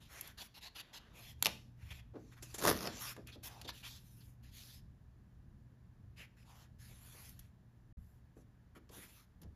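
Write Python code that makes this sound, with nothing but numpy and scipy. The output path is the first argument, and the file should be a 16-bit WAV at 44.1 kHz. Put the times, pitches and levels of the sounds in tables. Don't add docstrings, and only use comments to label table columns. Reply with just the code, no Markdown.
import sys
import numpy as np
from scipy import signal
from scipy.io import wavfile
from scipy.ndimage import uniform_filter1d, map_coordinates

SR = 44100
rng = np.random.default_rng(int(sys.argv[2]) if len(sys.argv) > 2 else 0)


def master(y):
    cut = np.clip(np.atleast_2d(y).T, -1, 1)
    pcm = np.round(cut * 32767)
    wavfile.write(sys.argv[1], SR, pcm.astype(np.int16))


N = 421155
TIME = np.arange(N) / SR


def gain_of(db):
    return 10 ** (np.asarray(db) / 20)


def evened(x):
    return x / np.sqrt(np.mean(x ** 2) + 1e-20)


def read(points, hz):
    f, value = np.transpose(points)
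    return np.interp(np.log(hz + 1), np.log(f + 1), value)


def add(mix, start_s, sound):
    part = mix[max(round(start_s * SR), 0):][:len(sound)]
    part += sound[:len(part)]


def hump(hz, centre_hz, octaves):
    return np.exp(-(np.log2((hz + 1) / centre_hz) / octaves) ** 2)


def decay(t, t60_s):
    return np.exp(-np.log(1000) * t / t60_s)


def colour(x, db_at, size=4096):
    hz = abs(np.fft.fftfreq(size, 1 / SR))
    log_gain = np.log(gain_of(db_at(hz)))
    taps = np.fft.ifft(np.exp(np.conj(signal.hilbert(log_gain)))).real
    return signal.oaconvolve(x, taps[:size // 2])[:len(x)]


def wander(length, per_s):
    turns = np.arange(length) * per_s / SR
    coarse = np.linspace(0, turns[-1], 2048)
    points = rng.standard_normal(size=512)
    return np.interp(turns, coarse, map_coordinates(points, [coarse], order=2, mode="wrap"))


def slips(length, per_s, spread_db):
    size = gain_of(spread_db * np.minimum(rng.exponential(1, length), 4))
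    sign = rng.choice([-1, 1], length)
    return evened(size * sign * (rng.random(length) < per_s / SR))


def paper(hz, tilt_db, centre_hz, height_db):
    # hz, density_db_per_hz
    plain_sheet = [(30, -21), (120, -5.5), (350, -3.5), (1000, 0), (3000, 1), (7400, -2), (9000, -7),
                   (11200, -1), (13300, -4.5), (15000, -14.5)]
    octave = np.log2(np.maximum(hz, 450) / 3000)
    return read(plain_sheet, hz) + tilt_db * octave + height_db * hump(hz, centre_hz, octaves=0.56)


def flex(x, db_at, depth_db, spacing_hz, per_s):
    hz, t, z = signal.stft(x, SR, nperseg=256)
    hz, t = np.meshgrid(hz, t, indexing="ij")
    grid = rng.standard_normal((64, 64))
    patches = map_coordinates(grid, [hz / spacing_hz, t * per_s], order=2, mode="wrap")
    return signal.istft(z * gain_of(db_at(hz, t) + depth_db * patches), SR, nperseg=256)[1][:len(x)]


def stroke(length_s, edges, swell_db, db_at):
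    u = np.arange(int(length_s * SR)) / SR / length_s
    ramp = np.clip(np.minimum(u / edges[0], (1 - u) / edges[1]), 0, 1)
    speed = np.sin(np.pi / 2 * ramp) ** 1.1
    grip = slips(len(u), per_s=9000, spread_db=2.0) * gain_of(1.0 * wander(len(u), per_s=67))
    rubbing = evened(flex(grip, db_at, depth_db=3.5, spacing_hz=420.6, per_s=20.3))
    return speed * gain_of(swell_db * (u - .5)) * rubbing


def crack(t60_s, tilt_db, centre_hz, height_db):
    t = np.arange(4096) / SR
    force = decay(t, t60_s) + 0.73 * np.exp(-(t / .0007) ** 2)
    onset = 1 - np.exp(-t / (0.047 * t60_s))
    burst = rng.standard_normal(len(t)) * force * onset
    burst = colour(burst, lambda hz: paper(hz, tilt_db, centre_hz, height_db))
    return burst * np.sqrt(SR / 100) / np.linalg.norm(burst)


def blow(centre_hz, t60_s):
    place, t = np.linspace(-2, 2, 24), np.arange(int(t60_s * SR)) / SR
    hz = centre_hz * 2 ** (0.75 * (place + rng.uniform(-.08, .08, len(place))))
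    phase_turns = rng.random((len(hz), 1))
    modes = np.exp(-place ** 2 / 1.7) @ np.sin(2 * np.pi * (hz[:, None] * t + phase_turns))
    ring = modes * (1 - np.exp(-t / .006)) * decay(t, t60_s)
    return evened(ring) * np.sqrt(.08)


def room_tone():
    # hz, density_db_per_hz
    air_spectrum = [(15, -22.5), (30, -4.5), (65, 3.5), (110, -2.5), (160, -5.5), (230, -9.5), (320, -19.5),
                    (480, -27), (1000, -30), (1400, -34), (1700, -30.5), (2200, -39.5), (6000, -46.5),
                    (15000, -51.5)]
    # time_s, level_db
    rumble_level = [(0, -65), (1.0, -67), (1.25, -59.5), (4.2, -59.5), (5.5, -62), (7.3, -60.5),
                    (7.9, -63.5), (9.55, -66)]
    hum_hz, hum_db, hum_db_per_rumble_db = 120.1, -63.5, 1.7
    rumble_db = np.interp(TIME, *np.transpose(rumble_level))
    hum_level_db = hum_db + hum_db_per_rumble_db * (rumble_db + 60)
    air = evened(colour(rng.standard_normal(N), lambda hz: read(air_spectrum, hz), size=16384))
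    rumble = signal.sosfiltfilt(signal.butter(2, 300, fs=SR, output="sos"), air)
    hiss = air - rumble
    hum = np.sqrt(2) * np.sin(2 * np.pi * hum_hz * TIME + .45 * wander(N, per_s=3.7))
    hum = hum * gain_of(1.5 * wander(N, per_s=7))
    rumble = gain_of(rumble_db + 2.0 * wander(N, per_s=9)) * rumble
    return rumble + gain_of(-60.5) * hiss + gain_of(hum_level_db) * hum


def room(x):
    # hz, t60_s
    band_decay = [(150, 0.78), (600, 0.29), (2500, 0.31), (6000, 0.37), (14000, 0.38)]
    # hz, level_db
    echo_strength = [(200, -5.5), (700, -11), (1800, -8), (4000, -11), (13000, -20)]
    taps = rng.standard_normal(SR // 2) * np.clip((TIME[:SR // 2] - .003) / 0.0035, 0, 1)
    hz, t, z = signal.stft(taps, SR, nperseg=256)
    z = z * decay(t, read(band_decay, hz)[:, None])
    z = z * gain_of(read(echo_strength, hz))[:, None]
    tail = signal.istft(z, SR, nperseg=256)[1] / np.sqrt(SR * 0.031)
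    return signal.fftconvolve(x, tail)[:N]


def desk(x):
    delay_s, share, dull_hz = 0.0011063, 0.089, 4500
    bounce = colour(x, lambda hz: -10 * np.log10(1 + (hz / dull_hz) ** 2), size=128)
    return (x + share * np.interp(TIME - delay_s, TIME, bounce)) / np.sqrt(1 + share ** 2 / 2)


def thuds():
    # start_s, level_db
    thud_events = [(1.816, -46.5), (1.907, -49), (2.659, -43.5), (6.9, -56.5), (7.377, -53.5),
                   (7.973, -47.5), (9.441, -47)]
    out = np.zeros(N)
    for start_s, level_db in thud_events:
        add(out, start_s, gain_of(level_db) * blow(centre_hz=79.9, t60_s=0.21))
    return out


def knocks():
    # start_s, level_db, centre_hz
    knock_events = [(1.425, -52, 347), (1.459, -37, 782.7), (1.468, -48, 210), (2.136, -51, 399),
                    (2.153, -43, 367), (2.866, -41, 462), (3.174, -47.5, 376), (3.354, -53, 369),
                    (3.647, -50, 416), (3.686, -59, 399.4), (6.895, -62.5, 450), (7.144, -62, 500),
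                    (8.365, -54, 334), (8.759, -54, 330.4), (8.895, -56, 332), (8.967, -53.5, 279),
                    (9.414, -58, 260), (9.44, -58, 337)]
    t60_at_400_hz_s, damping_power, scuff_db = 0.14, 0.25, -14.5
    out = np.zeros(N)
    for start_s, level_db, centre_hz in knock_events:
        t60_s = t60_at_400_hz_s * (400 / centre_hz) ** damping_power
        add(out, start_s, gain_of(level_db) * blow(centre_hz, t60_s))
        scuff = crack(t60_s=0.11, tilt_db=-7, centre_hz=1300, height_db=7)
        add(out, start_s, gain_of(level_db + scuff_db) * scuff)
    return out


def slides():
    # start_s, length_s, level_db, swell_db (start to end), tilt_db_per_octave, resonance_hz (mid-stroke)
    slide_events = [(0.0, 0.1, -65.5, -16, -0.7, 3600), (0.078, 0.26, -55.5, -3, -1, 1900),
                    (0.411, 0.07, -58.5, 1, 2, 1760), (0.779, 0.52, -66.5, -1, -6.5, 3100),
                    (1.125, 0.22, -58, 3.5, 1, 2870), (1.378, 0.093, -70, 11, -2, 12000),
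                    (1.76, 0.26, -63.5, 13, -1.3, 2330), (2.136, 0.54, -75, -4, -1.5, 6500),
                    (2.405, 0.17, -61.5, 9, -1.5, 8000), (2.859, 0.15, -51.5, 8, -3, 5100),
                    (2.982, 0.16, -45, 1, 2.15, 1290), (3.426, 0.067, -48.5, 5, 0, 12000),
                    (3.441, 0.26, -61, -13, -2.5, 890), (3.721, 0.11, -59.5, 1, 1, 3370),
                    (3.829, 0.18, -55.5, -9, 1.8, 3750), (3.951, 0.42, -69.5, -3, 2, 11200),
                    (4.422, 0.094, -68, -5, 1, 3420), (4.506, 0.31, -58, -4.5, 2.1, 3900),
                    (6.36, 0.092, -70.5, -1.5, -1, 2070), (6.439, 0.24, -64.5, -1, -1.5, 1000),
                    (6.781, 0.17, -62.5, 1.5, 1.9, 1970), (6.828, 0.52, -61.5, 19, -0.14, 10500),
                    (7.28, 0.22, -72.5, -7, 1.2, 2260), (7.96, 0.26, -81.5, -3, 4, 11900),
                    (8.352, 0.091, -78, -4, 2.5, 7500), (8.903, 0.18, -56, 3, -1, 12000),
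                    (9.058, 0.2, -64, -5, 0, 12000)]
    glide_octaves, resonance_db = 0.35, 6
    edges = (0.3, 0.29)
    out = np.zeros(N)
    for start_s, length_s, level_db, swell_db, tilt_db, centre_hz in slide_events:
        def tone(hz, at_s):
            gliding_hz = centre_hz * 2 ** (glide_octaves * (at_s / length_s - .5))
            return paper(hz, tilt_db, gliding_hz, resonance_db)
        add(out, start_s, gain_of(level_db) * stroke(length_s, edges, swell_db, tone))
    return out


def crinkles():
    # start_s, length_s, level_db, resonance_hz
    crinkle_events = [(1.901, 0.034, -50, 2400), (1.987, 0.025, -61.5, 2410), (2.314, 0.037, -62.5, 1700),
                      (2.362, 0.041, -61, 1500), (3.263, 0.06, -57, 2310), (3.314, 0.054, -57.5, 4020),
                      (3.643, 0.026, -53.5, 4000), (3.672, 0.044, -45, 3680), (3.824, 0.072, -50, 2820),
                      (4.201, 0.04, -67.5, 3800), (6.159, 0.11, -55, 2250), (8.747, 0.046, -61, 1616)]
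    out = np.zeros(N)
    for start_s, length_s, level_db, centre_hz in crinkle_events:
        tone = lambda hz, at_s: paper(hz, -1.5, centre_hz, height_db=12.5)
        burst = stroke(length_s, edges=(0.45, 0.45), swell_db=-4, db_at=tone)
        add(out, start_s, gain_of(level_db) * burst)
    return out


def presses():
    # start_s, length_s, level_db
    press_events = [(0.372, 0.064, -49), (0.539, 0.059, -56), (0.606, 0.088, -52), (0.746, 0.076, -49),
                    (0.927, 0.064, -51.5)]
    # centre_hz, width_octaves, height_db
    fold_modes = [(479.8, 0.65, -7), (901, 0.2, 6.5), (2820, 0.08, 6.5), (4117, 0.1, 4.5),
                  (11000, 0.099, 3.5)]

    def tone(hz, at_s):
        fold_db = sum(db * hump(hz, f, width) for f, width, db in fold_modes)
        return paper(hz, -1.2, 3890, height_db=6.5) + fold_db

    out = np.zeros(N)
    for start_s, length_s, level_db in press_events:
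        rub = stroke(length_s, edges=(0.32, 0.26), swell_db=0.5, db_at=tone)
        add(out, start_s, gain_of(level_db) * rub)
    return out


def snaps():
    # start_s, level_db (over 10 ms), tilt_db_per_octave, resonance_hz
    snap_events = [(0.2101, -42, 5, 12000), (0.274, -53, 4, 11700), (1.4252, -27.5, 1.05, 10900),
                   (1.448, -36.5, 3.5, 5000), (1.4575, -27, -1, 2450), (1.4665, -30, 1.5, 3020),
                   (2.6513, -33, -5, 12000), (2.6792, -30.5, -4.5, 6700), (2.713, -32.5, -7, 498),
                   (3.164, -54, -3.5, 1296), (3.271, -55.5, 4.5, 2100), (3.437, -55, 9, 12100),
                   (3.614, -50.5, 0.5, 3700), (3.69, -45.5, -2.5, 1110), (7.291, -56, 5, 12000),
                   (7.392, -54.5, 3.5, 10700), (8.891, -63.5, -2.5, 5000), (9.416, -62, 1, 12000),
                   (9.43, -64, -3, 5300)]
    t60_at_minus_40_db_s, halving_db = 0.018, 18
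    out = np.zeros(N)
    for start_s, level_db, tilt_db, centre_hz in snap_events:
        t60_s = t60_at_minus_40_db_s * 2 ** (-(level_db + 40) / halving_db)
        add(out, start_s, gain_of(level_db) * crack(t60_s, tilt_db, centre_hz, height_db=5.5))
    return out


def tugs():
    # (crackle, over 10 ms)
    tug_events = [(2.423, -47), (2.541, -42.5), (2.581, -41), (2.633, -37.5)]
    drum_db = -4.5
    out = np.zeros(N)
    for start_s, level_db in tug_events:
        crackle = crack(t60_s=0.086, tilt_db=-0.5, centre_hz=8000, height_db=10.5)
        add(out, start_s, gain_of(level_db) * crackle)
        add(out, start_s, gain_of(level_db + drum_db) * blow(centre_hz=382, t60_s=0.06))
    return out


def strands():
    # (over 10 ms, before the ring's boost)
    strand_events = [(2.789, -52), (2.807, -54), (2.854, -48), (2.863, -49), (2.872, -41)]
    ring_hz, ring_octaves, ring_db = 5100, 0.2, 14.5
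    out = np.zeros(N)
    for start_s, level_db in strand_events:
        snap = crack(t60_s=0.02, tilt_db=-3.5, centre_hz=ring_hz, height_db=0)
        add(out, start_s, gain_of(level_db) * snap)
    return colour(out, lambda hz: ring_db * hump(hz, ring_hz, ring_octaves))


def rip():
    # time_s, fibres_db, drumming_db
    rip_levels = [(2.575, -66, -70), (2.617, -40.5, -42.5), (2.645, -41, -38), (2.655, -31, -29.5),
                  (2.695, -31, -31), (2.74, -46.5, -47), (2.8, -47.5, -51), (2.865, -49, -43),
                  (2.9, -60, -60)]
    # hz, density_db_per_hz
    fibre_spectrum = [(710, -46), (1200, -6.5), (1920, -5), (2230, -9.5), (2650, -10), (6040, -10.5),
                      (7730, -22), (8330, -23), (10700, -14), (12800, -12.5), (15500, -28)]
    # hz, density_db_per_hz
    sheet_spectrum = [(30, -31.5), (150, -8.5), (310, -1), (500, -2), (660, -5.5), (830, -12), (1300, -7.5),
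                      (2500, -24), (6000, -45.5)]
    time_s, fibres_db, sheet_db = np.transpose(rip_levels)
    t = np.arange(time_s[0], time_s[-1], 1 / SR)
    clumps = gain_of(2.9 * wander(len(t), per_s=270))
    breaks = clumps * slips(len(t), per_s=3000, spread_db=3.5)
    fibre_tone = lambda hz, at_s: read(fibre_spectrum, hz)
    crackle = evened(flex(breaks, fibre_tone, depth_db=2.5, spacing_hz=610, per_s=32))
    drum = evened(colour(breaks, lambda hz: read(sheet_spectrum, hz)))
    crackle = gain_of(np.interp(t, time_s, fibres_db)) * crackle
    drum = gain_of(np.interp(t, time_s, sheet_db)) * drum
    out = np.zeros(N)
    add(out, time_s[0], crackle + drum)
    return out


def scene():
    strokes = presses() + slides() + crinkles()
    tearing = snaps() + tugs() + rip() + strands()
    handling = desk(strokes + tearing + knocks() + thuds())
    return (gain_of(-1.28) * handling + room(handling) + room_tone())[None]


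def record(dry):
    # start_s, end_s
    dropout = (7.927, 7.971)
    edge_hz = 15300
    heard = colour(dry[0], lambda hz: -30.0 * hump(hz, centre_hz=8285, octaves=0.059))
    audible = (TIME < dropout[0]) | (TIME > dropout[1])
    heard = heard * uniform_filter1d(1. * audible, size=64)
    low_pass = signal.firwin(161, edge_hz, window=("kaiser", 8), fs=SR)
    return signal.oaconvolve(heard, low_pass, "same")[None]


dry = scene()
out = record(dry)
master(out)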